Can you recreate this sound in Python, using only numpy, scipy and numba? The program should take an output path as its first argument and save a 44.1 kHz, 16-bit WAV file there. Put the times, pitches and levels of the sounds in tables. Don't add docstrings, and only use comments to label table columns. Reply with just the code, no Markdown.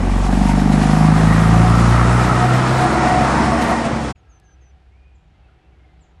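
import sys
import numpy as np
from scipy import signal
from scipy.fft import rfft, irfft
from scipy.io import wavfile
from scipy.ndimage import uniform_filter1d
from numba import njit

SR = 44100
rng = np.random.default_rng(int(sys.argv[2]) if len(sys.argv) > 2 else 0)


def master(y):
    cut = np.clip(np.atleast_2d(y).T, -1, 1)
    pcm = np.round(cut * 32767)
    wavfile.write(sys.argv[1], SR, pcm.astype(np.int16))


def convert_level_to_amplitude(level_db):
    exponent = np.asarray(level_db, float) / 20
    return 10 ** exponent


N = 273420
T = np.arange(N) / SR

# (fade out start [s], fade out end [s], fade in start [s], fade in end [s])
CUT_S = (4.108, 4.127, 4.149, 4.16)
# (frequency [Hz], density [dB per Hz])
AIR_SPECTRUM = [(15, -36), (25, -6), (48, 0), (76, 7), (113, -11.5), (160, -14.5), (257, -23.5), (326, -18),
                (569, -26), (741, -22), (1130, -32), (1330, -29.5), (2860, -34), (11300, -60.5),
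                (14000, -82)]
# (time [s], level [dB])
BREEZE = [(4.17, -0.5), (4.9, -3), (5.2, -4), (5.45, 0.3), (5.9, 0.2), (6.2, -1.5)]
# (time [s], pitch [Hz], level [dB])
HUM = [(4.17, 53.84, -56), (4.3, 58, -47), (4.45, 64.4, -63), (4.58, 64.2, -48), (5.1, 65.9, -51),
       (5.25, 60.8, -61.5), (5.4, 61.1, -52), (5.6, 61.5, -57), (5.9, 63.6, -51), (6.06, 61.3, -59),
       (6.2, 74.6, -47)]
# (time [s], length [s], peak [dB])
CROAK = [
    (4.27, 0.16, -72.5),
    (4.335, .05, -65),
    (4.41, 0.057, -76),
    (4.54, .09, -70.5),
]
# (time [s], peak [dB], centre [Hz], width [Hz], decay [s])
SNAPS = [
    (4.158, -63, 2520, 400, .008),
    (4.3994, -57, 5100, 9000, .002),
    (5.485, -63, 1350, 260, 0.056),
    (5.9945, -61, 2596, 905, .004),
]
# (time [s], length [s], start [Hz], end [Hz], end level [dB])
CHIRPS = [
    (4.146, .066, 7500, 6380, -73),
    (4.284, 0.11, 7150, 6110, -64),
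    (4.428, 0.13, 6950, 6050, -65),
    (4.599, 0.12, 7020, 6010, -67),
]
# (time [s], length [s], start [Hz], end [Hz], level [dB])
TICKS = [
    (5.142, .036, 7750, 6270, -73.5),
    (6, 0.059, 7720, 5900, -67.5),
]
# (time [s], length [s], start [Hz], end [Hz], level [dB])
WHISTLES = [(4.253, 0.043, 1660, 1600, -63), (4.341, .06, 1710, 1680, -70), (4.408, .11, 1700, 1604, -68),
            (4.555, .03, 1610, 1610, -65), (4.606, 0.054, 1990, 1910, -70), (4.655, .04, 1630, 1610, -71),
            (4.905, 0.077, 2080, 2440, -72), (4.967, 0.15, 2430, 2480, -69.5),
            (5.087, .13, 2380, 2450, -75), (5.33, 0.049, 2070, 2085, -70), (5.428, .05, 2700, 2610, -68),
            (5.616, .08, 2650, 2690, -73), (5.715, 0.049, 2295, 2250, -72), (5.79, 0.036, 2190, 2130, -61),
            (5.835, .035, 2150, 2150, -66), (5.865, 0.12, 2065, 2065, -71.5)]
# (time [s], centre [Hz], level [dB])
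FAN = [(0, 1110, -45), (1, 1190, -33), (1.5, 1227, -26), (2, 1270, -24), (2.6, 1308, -26.5),
       (3, 1377, -33.5), (4.13, 1330, -40)]
# (time [s], level against the pass [dB], dullness [dB])
NEARNESS = [(0, -8, 3), (.3, -5, 0.5), (.55, -7, 1.5), (.9, -2.5, 1), (1.2, -2, 2), (1.8, -1, 2),
            (2.5, 0, 2.5), (3.35, 1, 3), (3.72, -1.5, 2.5), (3.9, -4, 3), (4.1, -6, 1.5)]
# (frequency [Hz], width [Hz])
WHEEL_MODES = [(731.4, 14), (678.5, 28)]
WHEEL_DB = [-30.5, -36]
# (time [s], length [s], peak [dB])
UPPER_RINGS = [(.44, 0.24, -37.5), (.73, 0.051, -24), (.84, .08, -27), (1.13, .14, -30), (1.4, .1, -26),
               (1.54, 0.051, -23), (1.64, 0.075, -24), (2.45, 0.14, -20.5), (2.55, 0.066, -31),
               (2.85, 0.25, -24.5), (3.03, 0.024, -30.5), (3.14, 0.18, -18), (3.3, 0.11, -42),
               (3.5, 0.1, -27), (3.6, 0.045, -21.5), (3.7, .12, -21)]
LOWER_RINGS = [(.73, 0.087, -35), (.87, 0.088, -38), (1.47, .2, -38), (2.0, 0.14, -41), (2.54, 0.097, -27),
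               (2.9, 0.25, -38), (3.17, .12, -22.5), (3.42, 0.11, -26.5), (3.54, 0.05, -21.5),
               (3.62, 0.039, -24), (3.7, 0.062, -19), (3.85, 0.084, -25)]
# (frequency [Hz], width [Hz])
BLOCK_MODES = [(912, 90), (1876, 130), (756, 190), (338.4, 49), (1126, 140)]
BLOCK_DB = [-30.5, -33.5, -44, -32, -29.5]
# (time [s], length [s], peak [dB])
LOWER_SHUDDERS = [(.5, 0.083, -21.5), (.89, 0.28, -36), (1.28, 0.054, -33), (2.77, 0.082, -22),
                  (3.05, 0.14, -25.5), (3.36, 0.17, -18.5), (3.74, 0.16, -25.5)]
UPPER_SHUDDERS = [(1.33, 0.12, -25.5), (2.42, 0.37, -33.5), (3.05, 0.14, -32), (3.73, 0.14, -26.5)]
SUMP_SHUDDERS = [(.4, .6, -23.5), (.9, 0.57, -24.5), (3.6, .4, -31)]
FLOOR_SHUDDERS = [(1.9, 0.38, -28.5), (2.5, 0.44, -24), (2.95, 0.38, -21.5)]
AXLE_SHUDDERS = [(3.55, 0.23, -23.5), (3.7, 0.2, -32)]
# (frequency [Hz], density [dB per Hz])
ROAR_SPECTRUM = [(15, -42), (25, -21.5), (54, -11.5), (136, -4), (213, -4), (472, -11), (800, -9),
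                 (1920, -17), (3100, -26.5), (8900, -34), (10200, -36), (11200, -36.5), (12500, -37.5),
                 (14400, -39)]
REGIONS_HZ = [420, 1100, 2300, 5500]
NEAR_SHARES = [0.54, 1.48, 1.06, 1.1]
DULL_SHARES = [1.1, 0.74, -0.025, -1.4]
# (time [s], length [s], treble lift [dB], bass lift [dB])
JOLTS = [(0.123, 0.037, 1, -5.5), (0.242, 0.082, 0.5, -1.5), (0.297, 0.044, -6, 0), (0.51, 0.11, 6, 0),
         (0.538, .04, -5, 1), (0.603, 0.076, 3, 1.5), (0.73, 0.017, 4.5, -2), (0.83, 0.064, 2.5, -1),
         (1.125, 0.07, -2.5, 0), (1.8, 0.035, 2.5, 1.5), (2.22, 0.11, 0.5, -0.5),
         (2.478, 0.022, -1.5, -4.5), (2.538, 0.013, 3, -2.5), (3.34, 0.041, -0.5, 1),
         (3.622, 0.025, 3.5, 0), (3.71, .05, 2, 2.5), (3.86, .03, 5.5, 0.5)]
# (time [s], pitch [Hz], level [dB])
GEAR = [(2.75, 213.5, -34), (3.0, 220.4, -26.5), (3.25, 226, -27), (3.4, 229.8, -20.5),
        (3.65, 232.3, -22.5), (3.9, 230.4, -25.5), (4.03, 222.4, -25.5), (4.1, 215.5, -38)]
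# (time [s], length [s], peak [dB])
GEAR_UPPER = [
    (3.45, .5, -27.5),
]
# (time [s], firing rate [Hz], firing line level [dB], multiple favoured by echo, its lift [dB])
EXHAUST = [(0.0, 44.6, -17.5, 5.6, 9.5), (0.1, 46.5, -15.5, 5.6, 6), (0.25, 47.2, -15.5, 5.0, 9.5),
           (0.45, 48.73, -16, 4.3, 13), (0.72, 50.25, -19, 3.8, 19), (1.02, 52.56, -22.5, 3.3, 21.5),
           (1.24, 53.7, -19.5, 2.9, 19), (1.7, 57.2, -17.5, 2.4, 14.5), (2.0, 58.97, -16, 2.2, 8),
           (2.39, 61.53, -26, 2.1, 17.5), (2.8, 64.5, -32.5, 2.0, 22), (3.0, 65.1, -26.5, 2.0, 4.5),
           (3.38, 67.3, -28, 2.0, 12.5), (3.5, 68.0, -23.5, 2.0, 1.5), (3.85, 68.3, -32, 2.0, 1),
           (4.1, 65.0, -30, 2.0, 6)]
# (multiple of firing rate, index of line followed, level against it [dB])
UNEVEN_LINES = [(1.5, 1, -33.5), (2.5, 1, -15), (3.5, 2, -12), (4.5, 3, -6.5), (5.5, 4, -6.5), (6, 4, -8),
                (6.5, 4, -26.5), (7, 4, -17)]
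# (time [s], length [s], share)
SCRAP_SWELLS = [
    (1.3, .4, .04),
    (1.9, .8, .06),
    (2.55, .6, .08),
    (3.62, .1, .1),
]


def level(x, db):
    return x * convert_level_to_amplitude(db) / np.sqrt(np.mean(x ** 2))


def curves(table):
    s, *columns = np.transpose(table)
    return [np.interp(T, s, c) for c in columns]


def swells(rows):
    return sum(h * np.exp(-(2 * (T - s) / length) ** 2) for s, length, h in rows)


def sung(rows):
    return swells([(s, length, convert_level_to_amplitude(db)) for s, length, db in rows])


def walk(rate_hz):
    k = int(SR / rate_hz)
    held = np.repeat(rng.standard_normal(N // k + 1), k)
    return 0.95 * uniform_filter1d(uniform_filter1d(held, k), k)[:N]


def glide(hz):
    return 2 * np.pi * np.cumsum(hz) / SR


@njit
def svf(x, hz, width):
    y, b, l = np.empty(len(x)), 0., 0.
    for i in range(len(x)):
        g, k = np.tan(np.pi * hz[i] / SR), width / hz[i]
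        v = (b + g * (x[i] - l)) / (1 + g * (g + k))
        b, l, y[i] = 2 * v - b, l + 2 * g * v, k * v
    return y


def band(hz, width_hz):
    centre = hz + np.zeros(N)
    once = svf(rng.standard_normal(N), centre, 1. * width_hz)
    return level(svf(once, centre, 1. * width_hz), 0)


def tone(hz, width_hz):
    pure = 0.8
    line = np.sqrt(2) * np.sin(glide(hz + width_hz / 3 * walk(30)))
    return level(pure * line + (1 - pure ** 2) ** .5 * band(hz, width_hz), 0)


def bands(spectrum):
    f = np.maximum(np.fft.rfftfreq(N, 1 / SR), 1)
    hz, db = np.transpose(spectrum)
    colour_db = np.interp(np.log(f), np.log(hz), db, left=-120)
    coloured = rfft(rng.standard_normal(N)) * convert_level_to_amplitude(colour_db)
    for centre in 25 * 2 ** (np.arange(29) / 3):
        share = np.clip(1 - np.abs(3 * np.log2(f / centre)), 0, 1)
        yield centre, irfft(coloured * share, N)


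def air():
    breeze_db = curves(BREEZE)[0]
    out = 0
    for hz, noise in bands(AIR_SPECTRUM):
        if hz > 90:
            share = 1 if hz < 1000 else .4
            out = out + convert_level_to_amplitude(breeze_db * share + 1.3 * walk(5.5)) * noise
    return out * convert_level_to_amplitude(-58) / out[-2 * SR:].std()


def far_hum():
    hz, db = curves(HUM)
    drone = np.sqrt(2) * convert_level_to_amplitude(db + 2.5 * walk(20)) * np.sin(glide(hz))
    overtone = convert_level_to_amplitude(-67 + 5 * walk(20)) * band(160, 17)
    murmur = convert_level_to_amplitude(-54) * band(61.0, 40) + convert_level_to_amplitude(-90.0) * band(398, 17) + convert_level_to_amplitude(-71.5) * band(757, 40)
    return drone + murmur + overtone


def snaps():
    out = 0
    for s, db, hz, width_hz, decay_s in SNAPS:
        out = out + convert_level_to_amplitude(db) * (T > s) * np.exp(-np.abs(T - s) / decay_s) * band(hz, width_hz)
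    return out


def lineside():
    return air() + far_hum() + sung(CROAK) * band(1327, 70) + snaps()


def note(row, rough, bend):
    s, length, start_hz, end_hz, db = row
    age = np.clip(T - s, 0, length)
    done, change_db = bend(age, length)
    edge = np.clip(np.minimum(age, length - age) / 0.02, 0, 1)
    hz = start_hz + (end_hz - start_hz) * done
    gain = edge * convert_level_to_amplitude(db + change_db + rough * walk(65))
    return np.sqrt(2) * gain * np.sin(glide(hz * (1 + .004 * rough * walk(80))))


def chirp_bend(age, length):
    settle = np.exp(-age / .024)
    flick = 1.5 * np.exp(-age / .005)
    sag = .15 * np.exp((age - length) / 0.007)
    return 1 - settle + flick + sag, -7 * settle


def tick_bend(age, length):
    return (age / length) ** 1.6, 0


def whistle_bend(age, length):
    return age / length, 0


def birds():
    near = sum(note(n, 1.55, chirp_bend) for n in CHIRPS)
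    ticks = sum(note(n, 1.9, tick_bend) for n in TICKS)
    far = sum(note(n, 3.0, whistle_bend) for n in WHISTLES)
    tail_s = np.arange(SR // 2) / SR
    trees = rng.standard_normal(len(tail_s)) * np.exp(-tail_s / 0.051) * np.clip(tail_s / .02, 0, 1)
    sent = convert_level_to_amplitude(-50) * near + convert_level_to_amplitude(-34) * ticks + convert_level_to_amplitude(-36) * far
    return near + ticks + far + signal.fftconvolve(sent, trees)[:N]


def chop(phase, times_s, depths):
    return 1 + np.interp(T, times_s, depths) * np.cos(phase + 1.0)


def ringing(steady_db, sing_tables, modes, source):
    near_db = curves(NEARNESS)[0]
    out = 0
    for db, rows, (hz, width_hz) in zip(steady_db, sing_tables, modes):
        out = out + (convert_level_to_amplitude(db + near_db) + sung(rows)) * source(hz, width_hz)
    return out


def wheel_rings(phase):
    wheel = ringing(WHEEL_DB, (UPPER_RINGS, LOWER_RINGS), WHEEL_MODES, tone)
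    return convert_level_to_amplitude(-2.0) * wheel * chop(phase, [0, 2, 2.4], [.4, .35, .05])


def block_rings(phase):
    shudders = (LOWER_SHUDDERS, UPPER_SHUDDERS, SUMP_SHUDDERS, FLOOR_SHUDDERS, AXLE_SHUDDERS)
    block = ringing(BLOCK_DB, shudders, BLOCK_MODES, band)
    return convert_level_to_amplitude(-6.0) * block * chop(phase, [0, 1.2, 2.4], [.35, .3, .05])


def fan(phase):
    hz, db = curves(FAN)
    return convert_level_to_amplitude(db) * band(hz, 220) * (1 + .4 * np.cos(phase + 1.0))


def squeak():
    near_db = curves(NEARNESS)[0]
    return convert_level_to_amplitude(1.3 * near_db - 49.5 + 3 * walk(20)) * band(5320, 180)


def gear():
    hz, db = curves(GEAR)
    phase = glide(hz * (1 + 0.002 * walk(15)))
    fade = np.clip((T - GEAR[0][0]) / 0.12, 0, 1)
    lower = convert_level_to_amplitude(db) * np.sin(phase)
    upper = (sung(GEAR_UPPER) + convert_level_to_amplitude(-38.5)) * np.sin(phase * 4 / 3)
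    return np.sqrt(2) * fade * (lower + upper)


def rolling(phase):
    near_db, dull_db = curves(NEARNESS)
    treble_db = swells([(s, length, treble) for s, length, treble, _ in JOLTS])
    bass_db = swells([(s, length, bass) for s, length, _, bass in JOLTS])
    swell_db = np.outer(NEAR_SHARES, near_db) + np.outer(DULL_SHARES, dull_db)
    swell_db += np.array([bass_db, bass_db, treble_db, treble_db])
    swell_db -= swell_db[:, :int(4 * SR)].mean(axis=1, keepdims=True)
    near = np.interp(T, [0, 1.5, 3], [.4, .3, .08])
    knock = 1 + near * np.cos(phase + 1.0) + 0.21 * near * np.cos(phase / 2)
    shake_db = 0.47 * walk(3.5) + 1.2 * walk(25)
    out = 0
    for hz, noise in bands(ROAR_SPECTRUM):
        place = np.interp(np.log(hz), np.log(REGIONS_HZ), np.arange(4))
        low = min(int(place), 2)
        db = swell_db[low] + (place - low) * (swell_db[low + 1] - swell_db[low])
        db = db + min(hz / 3000., 1) * 0.61 * shake_db + 1.1 * walk(14)
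        knock_share = np.exp(-np.log(hz / 980.0) ** 2 / 0.67)
        out = out + convert_level_to_amplitude(db) * noise * knock ** knock_share
    return level(out, -20.0)


def exhaust():
    hz, first_db, favoured, lift_db = curves(EXHAUST)
    lift_db = lift_db + 1.6 * walk(22)
    lines_db = [first_db]
    for multiple in range(2, 6):
        octaves = np.log2(multiple / favoured)
        spread = np.where(octaves > 0, 0.87, 0.64)
        lift = lift_db * np.exp(-(octaves / spread) ** 2)
        hole = 5.5 * np.exp(-((octaves + 1) / .32) ** 2)
        lines_db.append(first_db - 7.5 * np.log2(multiple) + lift - hole)
    phase = 2.45 + glide(hz * (1 + 0.0035 * walk(20)))
    thud = 0
    for multiple, followed, below_db in [(k + 1, k, 0) for k in range(5)] + UNEVEN_LINES:
        lag = -0.7 if multiple == 2 else -1.9
        gain = convert_level_to_amplitude(lines_db[followed] + below_db + 1.4 * walk(11))
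        thud = thud + gain * np.cos(multiple * phase + lag)
    return np.sqrt(2) * thud, phase


def thin_treble(x):
    f, t, cells = signal.stft(x, SR, nperseg=1024)
    f_hz = f[:, None]
    scraps = np.interp(t, T, .008 + swells(SCRAP_SWELLS))
    over_hz = f_hz - np.interp(t, [1.3, 2.7], [10800, 9900])
    chance = 1 / (1 + np.exp(over_hz / 450)) + scraps * np.clip((14500 - f_hz) / 3000, 0, 1)
    draw = rng.random((len(f) // 2 + 1, len(t) // 3 + 1))
    draw = np.kron(draw, np.ones((2, 3)))[:len(f), :len(t)]
    return signal.istft(cells * (draw < chance), SR, nperseg=1024)[1][:N]


def scene():
    quiet = lineside() + birds()
    thud, phase = exhaust()
    rings = wheel_rings(phase) + block_rings(phase) + fan(phase) + squeak()
    train = thud + gear() + rolling(phase) + rings
    train = thin_treble(np.tanh(0.69 * train) / 0.72)
    out_gain = np.interp(T, CUT_S[:2], [1, 0])
    in_gain = np.interp(T, CUT_S[2:], [0, 1])
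    return (train * out_gain + quiet * in_gain)[None]


def roll_off(x):
    return signal.sosfilt(signal.butter(12, 14290, fs=SR, output="sos"), x)


def record(dry):
    return roll_off(dry)


dry = scene()
out = record(dry)
master(out)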